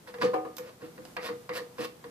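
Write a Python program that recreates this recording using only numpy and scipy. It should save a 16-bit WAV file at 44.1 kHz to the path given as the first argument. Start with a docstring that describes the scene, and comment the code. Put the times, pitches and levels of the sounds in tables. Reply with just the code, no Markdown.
"""Plastic clacks and rasps over a hollow hum: fingers turn a nut on the pipe under a toilet tank.
The nut clacks in its play and rubs along the thread in stick-slip grains; each push sets the tank
humming. Dull knocks ring the tank and a few sharp ticks follow. The hard walls of the small,
quiet bathroom add a short tail, over a faint low drone."""
import sys
import numpy as np
from scipy import signal
from scipy.fft import rfft, irfft
from scipy.io import wavfile
from scipy.ndimage import uniform_filter1d

SR = 44100
rng = np.random.default_rng(int(sys.argv[2]) if len(sys.argv) > 2 else 0)


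def log_audio(samples):
    """Write samples as a 16-bit WAV file to the path given in sys.argv[1]."""
    # one column per channel
    frames = np.atleast_2d(samples).T
    # limit to full scale, then quantise
    limited = np.clip(frames, -1, 1)
    pcm = np.round(limited * 32767).astype(np.int16)
    wavfile.write(sys.argv[1], SR, pcm)


N = 92610


def undb(db):
    return 10 ** (np.asarray(db) / 20)


def at(points, hz):
    """Read a (freq_hz, value) table on a log-frequency axis."""
    p = np.array(points, float)
    return np.interp(np.log(np.maximum(hz, 1)), np.log(p[:, 0]), p[:, 1])


def unit(x):
    """Scale each channel to unit energy."""
    return x / np.sqrt(np.sum(x ** 2, axis=-1, keepdims=True))


def through(x, response):
    return signal.fftconvolve(np.atleast_2d(x), np.atleast_2d(response), axes=-1)[:, :N]


def colour(x, points, size=4096):
    """Minimum-phase filter of unit energy; points set only its shape."""
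    hz = np.arange(size // 2 + 1) * SR / size
    cepstrum = irfft(np.log(undb(at(points, hz))))
    cepstrum[1:size // 2] *= 2
    cepstrum[size // 2 + 1:] = 0
    return through(x, unit(irfft(np.exp(rfft(cepstrum)))))


def pulses(times_s, levels_db):
    """One impulse per event."""
    out = np.zeros(N)
    np.add.at(out, np.clip((np.asarray(times_s) * SR).astype(int), 0, N - 1), undb(levels_db))
    return out


def decay(t, t60_s):
    return np.exp(-np.log(1000) * t / t60_s)


def swell(t, swell_s, t60_s):
    """Envelope of a resonance that builds up and rings out."""
    return (1 - np.exp(-(t / swell_s) ** 2)) * decay(t, t60_s)


def stereo_noise(alike_below_hz):
    """White noise whose bass is alike on both sides."""
    hz = np.arange(N // 2 + 1) * SR / N
    alike = .95 / (1 + (hz / alike_below_hz) ** 4)
    mid, side = rfft(rng.standard_normal((2, N)))
    mid, side = mid * np.sqrt((1 + alike) / 2), side * np.sqrt((1 - alike) / 2)
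    return irfft(np.array([mid + side, mid - side]), N)


def flutter(decay_s):
    """Milliseconds of dense echoes with an even spectrum."""
    t = np.arange(N // 20) / SR
    spectrum = rfft(rng.standard_normal(len(t)) * np.exp(-t / decay_s))
    whitened = irfft(spectrum / np.sqrt(uniform_filter1d(abs(spectrum) ** 2, size=5)), len(t))
    return unit(whitened * np.exp(-(t / .015) ** 2))


# Room noise spectrum: freq_hz, gain_db
AIR_COLOUR = [(30, -25.5), (153, -2.5), (331, -8), (700, -12.5), (2640, -23), (14500, -28)]


def air(level_db=-53.5, waver_db=1.25):
    """Low, slightly wavering drone of the room under a faint hiss."""
    step = N // 20
    waver = uniform_filter1d(np.repeat(rng.standard_normal(N // step + 1), step), step)[:N]
    drone = colour(stereo_noise(alike_below_hz=443), AIR_COLOUR)
    return drone * undb(level_db + waver_db * waver)


# Reverberation: freq_hz, t60_s
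ROOM_DECAY = [(200, 0.35), (1000, 0.23), (4000, 0.24), (12000, 0.22)]


def bathroom():
    """Hard-wall responses: close reflections, and a tail whose bass lasts longest."""
    t, hz = np.arange(N) / SR, np.arange(N // 2 + 1) * SR / N
    noise, tail = rfft(stereo_noise(alike_below_hz=195)), 0
    for band_hz, t60_s in ROOM_DECAY:
        band = at([(f, f == band_hz) for f, _ in ROOM_DECAY], hz)
        tail = tail + irfft(noise * band, N) * decay(t, t60_s)
    tail = unit(tail * (1 - np.exp(-t / .0011)))
    early = flutter(decay_s=.0038)
    return np.pad(early, (0, N // 2 - len(early))), tail[:, :N // 2]


def in_room(x, room, wet_db):
    """Close reflections plus the tail."""
    early, tail = room
    return through(x, early + undb(wet_db) * tail)


# Left level over right: freq_hz, balance_db
BALANCE = [(250, -4.5), (700, 3.5), (4500, -8), (13000, -2.5)]
# Left phase behind right: freq_hz, lag_rad
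LEFT_PHASE_LAG = [(280, 0.11), (1000, 1.443)]


def stereo_image(x):
    """Sound reaches the left a little later; the treble leans right."""
    hz = np.arange(N + 1) * SR / (2 * N)
    left_right = np.array([[.5], [-.5]])
    gain = undb(left_right * at(BALANCE, hz))
    gain /= np.sqrt(np.mean(gain ** 2, axis=0))
    lag = np.exp(-1j * left_right * at(LEFT_PHASE_LAG, hz))
    return irfft(rfft(x, 2 * N) * gain * lag)[:, :N]


def contacts(times_s, levels_db, chatter_s, snap_share=.68, gain=9):
    """Each contact snaps, then chatters; levels are relative."""
    out = np.zeros(2 * N)
    for start_s, level_db in zip(times_s, levels_db):
        snap = flutter(chatter_s)
        snap[0] += snap_share
        start = int(start_s * SR)
        out[start:start + len(snap)] += gain * undb(level_db) * snap
    return out[:N]


def rub(peak_s, rise_s, fall_s, level_db, grains_per_s=1700, spread_db=2.5):
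    """Stick-slip grains that swell and fade with the effort of the fingers."""
    t = np.arange(N) / SR
    effort = np.exp(-((t - peak_s) / np.where(t < peak_s, rise_s, fall_s)) ** 2)
    sizes = undb(spread_db * np.minimum(rng.exponential(size=N), 3)) * rng.choice([-1, 1], N)
    grains = (rng.random(N) < grains_per_s / SR) * sizes * effort
    return unit(grains) * np.sqrt(np.sum(effort ** 2) / 2) * undb(level_db)


# Nut modes: freq_hz, gain_db
NUT_MODES = [(1100, 3.5), (1865, 8), (2730, 0.5), (4600, -3.5)]


def nut_ring(x, level_db):
    """Short plastic ring of the nut when rubbed or struck."""
    t = np.arange(N // 8) / SR
    modes = sum(undb(gain_db) * np.sin(2 * np.pi * hz * t) for hz, gain_db in NUT_MODES)
    return undb(level_db) * through(x, unit(modes * decay(t, t60_s=.15)))


# Tank modes, pushed through the pipe or knocked: freq_hz, t60_s, push_db, knock_db
TANK_MODES = [(133, .38, -24, -30), (194, .3, -18, -24), (315, .5, -30, -5), (421, .35, -19, -14),
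              (451, .3, -16, -16), (475, .3, -9, -2), (499, .38, 0, -8), (750, .42, -24, 0),
              (915, .3, -26, -17), (1069, .35, -28, -17), (1225, .42, -22, -11), (1769, .26, -24, -23)]
HUM_HZ, SHIFT_WIDTH_HZ = 499, 60


def tank(knocked, swell_s, in_phase_s, pitch_hz=HUM_HZ):
    """Modes swell, fall into step and ring out; the hum's pitch varies slightly from push to push."""
    t, out = np.arange(N // 2) / SR, 0
    for hz, t60_s, push_db, knock_db in TANK_MODES:
        shifted_hz = hz + (pitch_hz - HUM_HZ) * np.exp(-((hz - HUM_HZ) / SHIFT_WIDTH_HZ) ** 2)
        mode = np.sin(2 * np.pi * shifted_hz * (t - in_phase_s)) * swell(t, swell_s, t60_s)
        out = out + undb(knock_db if knocked else push_db) * mode
    return out


# Buzzes in the thread: peak_s, level_db, pitch_hz
THREAD_RASPS = [(0.258, -46, 1820), (1.191, -40.5, 2040), (1.517, -40, 1990), (1.583, -38.5, 1874)]


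def rasps(room, ramp_s=.015, bandwidth_hz=290):
    """Short rubs excite one narrow resonance of the plastic."""
    t, out = np.arange(N // 20) / SR, 0
    for peak_s, level_db, pitch_hz in THREAD_RASPS:
        ring = unit(t * np.sin(2 * np.pi * pitch_hz * t) * np.exp(-np.pi * bandwidth_hz * t))
        out = out + through(rub(peak_s, ramp_s, ramp_s, level_db), ring)
    return in_room(out, room, wet_db=-7)


# Ticks: start_s, snap_db, ring_db
THREAD_TICKS = [(0.567, -37.5, -39), (0.582, -38.5, -35.5), (1.051, -39, -74)]
# Snap and ring spectra: freq_hz, gain_db
TICK_SPECTRUM = [(80, -6), (230, 13), (4000, 2.5), (14500, -18)]
TICK_RING_SPECTRUM = [(8000, -5), (12000, -5), (13600, 7), (14500, -2)]


def ticks(room):
    """Plastic snaps on the thread, some with a very high ring."""
    start_s, snap_db, ring_db = np.array(THREAD_TICKS).T
    snaps = colour(contacts(start_s, snap_db, chatter_s=.00097), TICK_SPECTRUM)
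    rings = colour(contacts(start_s, ring_db, chatter_s=.0021), TICK_RING_SPECTRUM)
    return in_room(snaps + rings, room, wet_db=-3.5)


# Knocks: start_s, blow_db, ring_db
TANK_KNOCKS = [(0.334, -28, -42), (0.339, -23.5, -25), (0.449, -35, -35.5)]
# Blow spectrum: freq_hz, gain_db
KNOCK_SPECTRUM = [(100, -23.5), (600, 10), (820, -3), (1030, 4.5), (1500, -8), (7500, -37)]


def knocks(room):
    """Blunt blows ring the tank, favouring its higher modes."""
    start_s, blow_db, ring_db = np.array(TANK_KNOCKS).T
    blows = colour(contacts(start_s, blow_db, chatter_s=.013), KNOCK_SPECTRUM)
    rings = through(pulses(start_s, ring_db), tank(knocked=True, swell_s=.0074, in_phase_s=.008))
    return in_room(blows, room, wet_db=3) + rings


# Turns of the nut: peak_s, rise_s, fall_s, level_db, treble_db, hiss_db
TURNS = [(0.081, 0.013, 0.023, -46, -15, 2), (0.225, 0.016, 0.042, -34, -2.5, -13),
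         (0.687, 0.067, 0.02, -48.5, -26, -3), (0.842, 0.034, 0.024, -47.5, -28, 5),
         (1.265, 0.042, 0.02, -34, -13, -2), (1.57, 0.033, 0.017, -32, -10, 0),
         (1.814, 0.027, 0.025, -35.5, -13, -1), (1.85, 0.026, 0.0079, -34.5, -10.5, -1)]
# Friction spectrum: freq_hz, gain_db
SCRAPE_SPECTRUM = [(130, -27), (500, -0.5), (750, -7.5), (1200, -4.5), (1900, -6), (3000, -6.5),
                   (4800, -7.5), (6800, -17), (14000, -15.5)]


def scrapes(room, treble_hz=2500, hiss_hz=8000):
    """Each turn rubs along the thread with its own brightness and rings the nut."""
    out = 0
    for peak_s, rise_s, fall_s, level_db, treble_db, hiss_db in TURNS:
        grains = rub(peak_s, rise_s, fall_s, level_db)
        spectrum = [(hz, gain_db + treble_db * hz / (hz + treble_hz) + hiss_db * (hz > hiss_hz))
                    for hz, gain_db in SCRAPE_SPECTRUM]
        out = out + colour(grains, spectrum) + nut_ring(grains, level_db=-12)
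    return in_room(out, room, wet_db=-5)


# Nut against pipe, levels relative per column: start_s, clack_db, hum_db, hum_hz, thud_db
NUT_CLACKS = [(.073, -46.5, -40.5, 495, -72), (0.14, -38.5, -38, 484, -70), (.183, -45, -32.5, 488, -52),
              (.214, -30, -68, 477, -27), (.22, -23.5, -34, 497, -45), (0.231, -39.5, -15, 496.3, -34.5),
              (.586, -43, -33, 500.3, -46.5), (.818, -49, -37.5, 486, -39), (0.978, -47, -41, 507, -44),
              (1.166, -27, -34.5, 500, -49.5), (1.235, -63, -38, 481.3, -58), (1.289, -35, -29, 484, -39),
              (1.492, -33, -29, 495.4, -41.5), (1.595, -42.5, -34.5, 486.5, -47),
              (1.783, -38.5, -28.5, 491.4, -32), (2.041, -42.5, -38.5, 479, -46.5)]
# Clack and thud spectra: freq_hz, gain_db
CLACK_SPECTRUM = [(120, -18.5), (450, -9), (1150, 1.5), (2000, -3.5), (2900, -14.5), (4700, -12.5),
                  (6500, -31)]
THUD_SPECTRUM = [(50, -14.5), (330, 4.5), (550, -8.5), (3000, -86)]
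CLACK_TAIL_HZ, CLACK_WET_DB = 3300, .5
THUD_RISE_S, THUD_DECAY_S, THUD_GAIN_DB = .0028, .056, 24
HOLLOW_HZ, HOLLOW_GAIN_DB = 318.8, -4


def clacks(room):
    """The nut hits the end of its play: clack, thud, tank hum and a low, slowly swelling hollow ring."""
    start_s, clack_db, hum_db, hum_hz, thud_db = np.array(NUT_CLACKS).T
    t = np.arange(N) / SR
    early, tail = room
    blows = contacts(start_s, clack_db, chatter_s=.0031)
    clack = colour(blows, CLACK_SPECTRUM) + nut_ring(blows, level_db=-15)
    dulled = signal.sosfilt(signal.butter(2, CLACK_TAIL_HZ, fs=SR, output="sos"), clack)
    out = through(clack, early) + undb(CLACK_WET_DB) * through(dulled, tail)
    for push_s, level_db, pitch_hz in zip(start_s, hum_db, hum_hz):
        hum = tank(knocked=False, swell_s=.0058, in_phase_s=.025, pitch_hz=pitch_hz)
        out += through(pulses([push_s], [level_db]), hum)
    hollow = np.sin(2 * np.pi * HOLLOW_HZ * t) * swell(t, swell_s=.01, t60_s=.36)
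    thud_envelope = np.exp(-t / THUD_DECAY_S) * (1 - np.exp(-t / THUD_RISE_S))
    thud = unit(colour(stereo_noise(alike_below_hz=195) * thud_envelope, THUD_SPECTRUM))
    lows = undb(HOLLOW_GAIN_DB) * hollow + undb(THUD_GAIN_DB) * thud
    return out + through(pulses(start_s, thud_db), lows)


def scene(low_cut_hz=80):
    room = bathroom()
    handling = clacks(room) + knocks(room) + ticks(room) + scrapes(room) + rasps(room)
    # small parts radiate little deep bass
    low_cut = signal.butter(2, low_cut_hz, "highpass", fs=SR, output="sos")
    return stereo_image(signal.sosfilt(low_cut, handling)) + air()


def record(dry, cutoff_hz=14450):
    """Steep low-pass on the top treble."""
    return signal.sosfilt(signal.ellip(8, .2, 70, cutoff_hz, fs=SR, output="sos"), dry)


dry = scene()
out = record(dry)
log_audio(out)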